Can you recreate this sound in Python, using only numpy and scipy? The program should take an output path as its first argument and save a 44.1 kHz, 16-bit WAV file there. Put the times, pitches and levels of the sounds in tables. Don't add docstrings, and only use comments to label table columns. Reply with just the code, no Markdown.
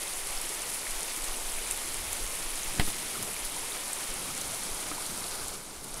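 import sys
import numpy as np
from scipy import signal
from scipy.fft import rfft, irfft, next_fast_len
from scipy.io import wavfile
from scipy.ndimage import uniform_filter1d, map_coordinates

SR = 44100
rng = np.random.default_rng(int(sys.argv[2]) if len(sys.argv) > 2 else 0)


def pcm_store(signal):
    levels = np.round(np.clip(np.atleast_2d(signal), -1, 1) * 32767)
    wavfile.write(sys.argv[1], SR, levels.astype(np.int16).T)


def elevation(decibels):
    levels = np.asarray(decibels, float)
    return 10 ** (levels / 20)


N = 264585


def unit(x):
    return x / np.sqrt(np.mean(x ** 2) + 1e-20)


def curves(rows):
    times, *columns = np.transpose(rows)
    return [np.interp(np.arange(N) / SR, times, column) for column in columns]


def wobble(rate):
    knots = rng.standard_normal(int(N * rate / SR) + 4)
    return map_coordinates(knots, [np.arange(N) * rate / SR])


def coloured(x, spectrum):
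    m = next_fast_len(N + 8192)
    hz, db = np.transpose(spectrum)
    gain = elevation(np.interp(np.log(np.fft.rfftfreq(m, 1 / SR) + 1), np.log(hz + 1), db))
    return irfft(rfft(x, m) * gain, m)[:N]


def patchy(depth_db):
    z = signal.stft(rng.standard_normal(N + 512), nperseg=256)[2]
    field = uniform_filter1d(rng.standard_normal(z.shape), size=14, axis=0)
    field = uniform_filter1d(field, size=6, axis=1)
    return signal.istft(z * elevation(depth_db * unit(field)), nperseg=256)[1][:N]


def overlap(start_s, waves, total):
    where = np.maximum((start_s * SR).astype(int), 0)[:, None] + np.arange(waves.shape[1])
    return np.bincount(where.ravel(), waves.ravel(), total)[:N]


def rings(s, gain, hz, t60, rise, size, sharp=2.3):
    t = np.arange(size) / SR
    life = t / t60[:, None]
    phase = 2 * np.pi * hz[:, None] * t * (1 + rise * np.minimum(life, 1))
    onset = 1 - np.exp(-t * hz[:, None] * sharp)
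    waves = gain[:, None] * elevation(-60 * life) * onset * np.sin(phase)
    return overlap(s, waves, N + size + 1)


def swarm(count, low_hz, high_hz, cycles, spread_db, rise, size):
    u = rng.random((count, 3))
    hz = low_hz * (high_hz / low_hz) ** u[:, 1]
    gain = elevation(-spread_db * np.log(u[:, 2] + 1 / 200))
    return rings(u[:, 0] * N / SR, gain, hz, cycles / hz, rise, size)


# time in seconds, spray level in dB, share turned away 0-1.
FLOW = [
    (0, -35.5, 0.34),
    (.8, -35, 0.42),
    (3.5, -35.5, 0.35),
    (4.8, -35.5, 0.62),
    (5.3, -36.5, 0.78),
    (5.556, -37.5, 0.9),
    (5.57, -42, .7),
    (5.82, -44, 0.72),
    (6, -39, 0.8),
]
# Hz, density in dB per Hz.
SPRAY_FACED = [(880, -14), (1500, -17), (1740, 0.5), (2350, 2), (4540, -6), (7410, -4), (9650, 1.5),
               (10500, 2), (13900, -13), (15600, -16)]
SPRAY_AWAY = [(880, 1), (1500, 3.5), (1810, -8), (2160, -1), (2650, -5.5), (4200, -1), (6990, -1.5),
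              (8580, -0.5), (9650, 3), (11300, -5), (12700, -9), (15000, -15.5), (15600, -22)]
GURGLE = [(120, -18.5), (200, -8.5), (433, -1), (502, -2), (895, 0.5), (1350, -3), (1580, -7.5),
          (1800, -14), (2340, -11.5), (3960, -120)]
# frequency in Hz, gain in dB.
FLARE = [(2500, -38), (4500, -4), (7000, -6.5), (16000, 7)]


def creek():
    spray_db, turned = curves(FLOW)
    turned = np.clip(turned, 0, 1)
    gurgle_db = -47 + 0.63 * (spray_db - spray_db[0]) - 0.5 * (turned - turned[0])
    flare = bursts()

    fizz = swarm(count=12000, low_hz=2720, high_hz=14300, cycles=21, spread_db=2.0, rise=0.21, size=250)
    crackle = swarm(count=2500, low_hz=6800, high_hz=14800, cycles=6.1, spread_db=3.0, rise=0, size=40)
    hiss = unit(patchy(1.12))
    hiss += elevation(-7.5) * unit(np.gradient(fizz))
    hiss += elevation(-9.5) * unit(crackle) * flare
    hiss *= elevation(0.09 * wobble(16) + 0.31 * wobble(35))
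    hiss += (flare - 1) * coloured(hiss, FLARE)
    faced = unit(coloured(hiss, SPRAY_FACED))
    away = unit(coloured(hiss, SPRAY_AWAY))
    spray = (1 - turned) * faced + turned * away

    glug = swarm(count=1500, low_hz=291.0, high_hz=1736, cycles=25, spread_db=2.5, rise=0.3, size=2000)
    gurgle = unit(coloured(patchy(1.0), GURGLE)) + elevation(-6.5) * unit(glug)
    return elevation(spray_db - 0.75) * spray + elevation(gurgle_db + wobble(11) / 2) * unit(gurgle)


# centre in seconds, swell in dB, half width in seconds.
SPLASHES = [(.1, 1, 0.0091), (.415, 2, 0.0088), (.7, 5, 0.0062), (.75, 2.5, 0.0092), (.91, -0.5, 0.0086),
            (1.165, 2.5, .01), (1.25, 1.5, 0.0071), (1.72, 2.5, 0.013), (2.125, 1, 0.015),
            (2.355, 3, 0.0071), (2.51, 0.5, 0.0087), (2.8, -3, 0.0074), (2.88, 3, 0.027),
            (3.229, 6.5, 0.0051), (3.31, 2, 0.0075), (3.453, 5, 0.0065), (4.415, 3.5, 0.0047),
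            (4.95, 0.5, .012), (5.065, 2, .01), (5.35, 3, 0.011), (5.845, 4.5, .008)]


def bursts():
    t = np.arange(N) / SR
    return elevation(sum(db * np.exp(-((t - s) / width) ** 2) for s, db, width in SPLASHES))


# centre in seconds, sway in dB, bump in dB, half length in seconds.
MOVES = [(0.17, -50, -66, 0.081), (0.362, -40.5, -60, 0.089), (0.945, -36.5, -70, 0.043),
         (1.293, -42, -64, 0.11), (1.537, -39.5, -64, 0.14), (1.97, -46.5, -50, .12),
         (2.108, -67, -47, 0.092), (2.242, -37.5, -50, 0.045), (2.48, -42, -68, 0.098),
         (2.68, -40.5, -53, .1), (3.26, -66, -56, 0.22), (3.47, -46, -70, 0.057), (3.62, -49, -57, 0.033),
         (4.108, -42.5, -69, 0.032), (4.27, -64, -49, 0.062), (4.47, -55, -49, 0.069),
         (4.72, -42, -56, 0.035), (4.97, -58, -63, 0.092), (5.09, -57, -59, 0.054), (5.332, -55, -59, .05),
         (5.444, -50, -48, .04), (5.513, -50, -49, .03), (5.793, -71, -53, 0.055), (6, -42, -64, 0.062)]


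def wrist():
    t = np.arange(N) / SR
    sway, bump = elevation(-55), elevation(-73)
    for s, sway_db, bump_db, half in MOVES:
        shape = elevation(-11.5 * np.abs(t - s) / half)
        sway = sway + elevation(sway_db) * shape
        bump = bump + elevation(bump_db) * shape
    return sway, bump


# time in seconds, level in dB.
GRIP = [(0, -61.5), (.7, -70), (1.82, -66), (1.99, -53), (2.3, -60), (2.6, -70), (2.78, -45), (2.97, -53),
        (3.22, -49.5), (3.44, -63), (3.56, -52), (3.66, -72), (4.02, -67), (4.14, -51), (4.9, -54),
        (5.45, -57), (5.75, -57), (6, -52)]
# frequency in Hz, density in dB per Hz.
SWAY = [(4, -22), (10, 6), (25, -3), (50, -25.5), (80, -50), (200, -87)]
BUMP = [(30, -40), (52, 6.5), (80, 3), (110, -15), (170, -26.5)]
RUB = [(60, -20), (110, -9), (170, -5.5), (270, -9), (420, -11), (900, -63)]


def hand():
    swaying, bumping = wrist()
    rub_db = curves(GRIP)[0] + 3.5 * wobble(14)
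    sway = unit(coloured(rng.standard_normal(N), SWAY))
    bump = unit(coloured(rng.standard_normal(N), BUMP))
    sway /= np.sqrt(np.abs(uniform_filter1d(sway ** 2, size=5000)) + 0.092)
    bump /= np.sqrt(np.abs(uniform_filter1d(bump ** 2, size=3000)) + 0.1)
    rub = unit(coloured(rng.standard_normal(N) * elevation(0.57 * wobble(30)), RUB))
    return elevation(4) * swaying * sway + bumping * bump + elevation(rub_db + 0.2) * rub


# start in seconds, peak
# in dB, frequency in Hz.
BUBBLES = [(0.03, -22, 4800), (.073, -28, 3700), (0.53, -27, 2200), (1.083, -27, 2700),
           (1.289, -28.5, 1090), (1.342, -21.5, 2800), (1.584, -24, 2530), (1.622, -25, 2920),
           (1.663, -24, 2380), (1.709, -25, 2680), (2.107, -34, 910), (2.242, -29, 2080), (2.35, -28, 2370),
           (2.594, -27, 3980), (3.152, -25.5, 1350), (3.176, -27.5, 1210), (3.364, -23, 2300),
           (3.565, -28.5, 960), (3.629, -28, 905), (3.7205, -19.5, 3750), (3.749, -30.5, 1260),
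           (3.897, -25, 4130), (4.3, -28, 1250), (4.419, -22, 3980), (0.375, -17.5, 5200),
           (4.528, -33, 660), (4.915, -23.5, 1276), (4.958, -29, 4370), (4.98, -27, 980), (5.24, -20, 4430)]


def bubbles():
    s, db, hz = np.transpose(BUBBLES)
    t60 = 36 / hz
    u = rng.random((len(s), 2))
    plop = rings(s, elevation(db - 1.5), 0.938 * hz, t60, rise=0.2, size=3000, sharp=0.4)
    neighbour_hz = hz * (0.64 + 0.25 * u[:, 1])
    plop += rings(s + 0.0029 * u[:, 0], elevation(db - 17), neighbour_hz, 0.75 * t60, rise=0.3, size=3000)
    return plop


def far_drops(count):
    u = rng.random((count, 3))
    s = u[:, 0] * N / SR
    near_db = curves(FLOW)[0][(u[:, 0] * N).astype(int)] - FLOW[0][1]
    return np.c_[s, -27 + 5 * u[:, 1] + near_db, 8600 + 1600 * u[:, 2]]


# start in seconds, peak in dB, frequency in Hz.
DROPS = [(.0358, -20, 10000), (.1353, -18, 8700), (.2713, -18, 9600), (.4923, -21, 9550),
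         (.415, -15.5, 9400), (.6195, -18, 8150), (.697, -30, 9800), (.745, -22, 10100), (.909, -17, 9500),
         (1.0311, -17, 9310), (1.1628, -19, 9710), (1.2431, -18, 9050), (1.5399, -22, 9000),
         (1.711, -9.5, 8660), (1.7754, -19, 9310), (1.943, -17, 9600), (2.13, -13, 9800),
         (2.5054, -22, 10100), (2.6324, -19, 6600), (2.796, -20, 10000), (2.8799, -23, 9800),
         (3.2276, -16, 9150), (3.449, -27, 9500), (3.932, -12, 8560), (4.4133, -16.5, 8060),
         (4.6349, -21, 8700), (5.064, -22, 9000), (5.4827, -18, 9830), (5.8434, -24, 9100),
         (5.942, -19.5, 8400)]
# frequency in Hz, gain in dB.
PORT = [(300, -22), (6000, 0), (9800, -2.5), (11500, 10.5), (14000, -12), (16000, -24)]


def drops():
    s, db, hz = np.concatenate([DROPS, far_drops(count=40)]).T
    t60 = np.full(len(s), 0.0053)
    u = rng.random((len(s), 3))
    tick = rings(s, elevation(db - 2.5), hz, t60, rise=-0.039, size=900)
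    tick += rings(s, elevation(db - 14), hz * (0.98 + 0.19 * u[:, 0]), 0.14 * t60, rise=0, size=900)
    rebound_s = s + 0.0006 + 0.00083 * u[:, 1]
    tick += rings(rebound_s, elevation(db - 7.5), hz * (0.714 + 0.23 * u[:, 2]), t60, rise=0, size=900)
    return coloured(tick, PORT)


# time in seconds, peak in dB, Hz, life in cycles.
GULPS = [
    (.8698, -24, 1950, 20),
]


def gulps():
    s, db, hz, cycles = np.transpose(GULPS)
    t = np.arange(1500) / SR
    life = t * (hz / cycles)[:, None]
    phase = 2 * np.pi * cycles[:, None] * (0.55 * life + 0.2 * life ** 3)
    closing = np.cos(np.pi / 2 * (life / 1.1) ** 4) ** 2
    swell = np.where(life < 1.1, life ** 4 * closing, 0)
    waves = elevation(db)[:, None] * swell * np.sin(phase)
    return overlap(s - 0.9 * cycles / hz, waves, N + 1500)


# start in seconds, push of air in dB, shell in dB.
KNOCKS = [
    (2.775, -40, -40),
    (2.785, -40, -36),
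    (2.7964, -12.5, -21.5),
    (2.79797, -30, -24),
    (2.8075, -40, -31),
    (2.8135, -40, -32),
    (2.878, -30, -36),
    (4.9145, -33, -35),
]
# frequency in Hz, level in dB, t60 in seconds.
SHELL = [(296, -1.5, 0.082), (744, -6, 0.034), (1420, -7, 0.038), (1923, 9.5, 0.006), (2740, 1, 0.007),
         (4170, -14, .006), (9800, -3, 0.0089)]


def knocks():
    out, t = np.zeros(N), np.arange(SR // 4) / SR
    for s, push_db, shell_db in KNOCKS:
        push = np.exp(-((t - 0.002) / 0.001) ** 2)
        recoil = -0.25 * np.sin(2 * np.pi * 7.6 * t + 0.5) * np.exp(-(t / 0.11) ** 4)
        recoil *= 1 - np.exp(-(t / 0.006) ** 2)
        ring = np.zeros(len(t))
        for hz, db, t60 in SHELL:
            ring += elevation(db + rng.normal(0, 2.0) - 60 * t / t60) * np.sin(2 * np.pi * hz * t)
        scrape = uniform_filter1d(rng.standard_normal(len(t)), size=7)
        scrape *= 1.6 * elevation(-60 * t / 0.06) + 3 * elevation(-60 * t / 0.0075)
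        shell = (ring + scrape) * (1 - np.exp(-t / 0.0006))
        out[round(s * SR):][:len(t)] += elevation(push_db) * (push + recoil) + elevation(shell_db) * shell
    return out


def scene():
    mono = creek() + hand() + bubbles() + drops() + gulps() + knocks()
    return np.array([mono, mono])


def low_pass(x):
    return signal.sosfilt(signal.butter(12, 16150, fs=SR, output="sos"), x)


# frequency in Hz, gain in dB.
BAND_LIMIT = [(20, 0), (15700, 0), (15760, -90)]


def record(dry):
    mix = np.array([coloured(side, BAND_LIMIT) for side in dry])
    return low_pass(mix)


dry = scene()
out = record(dry)
pcm_store(out)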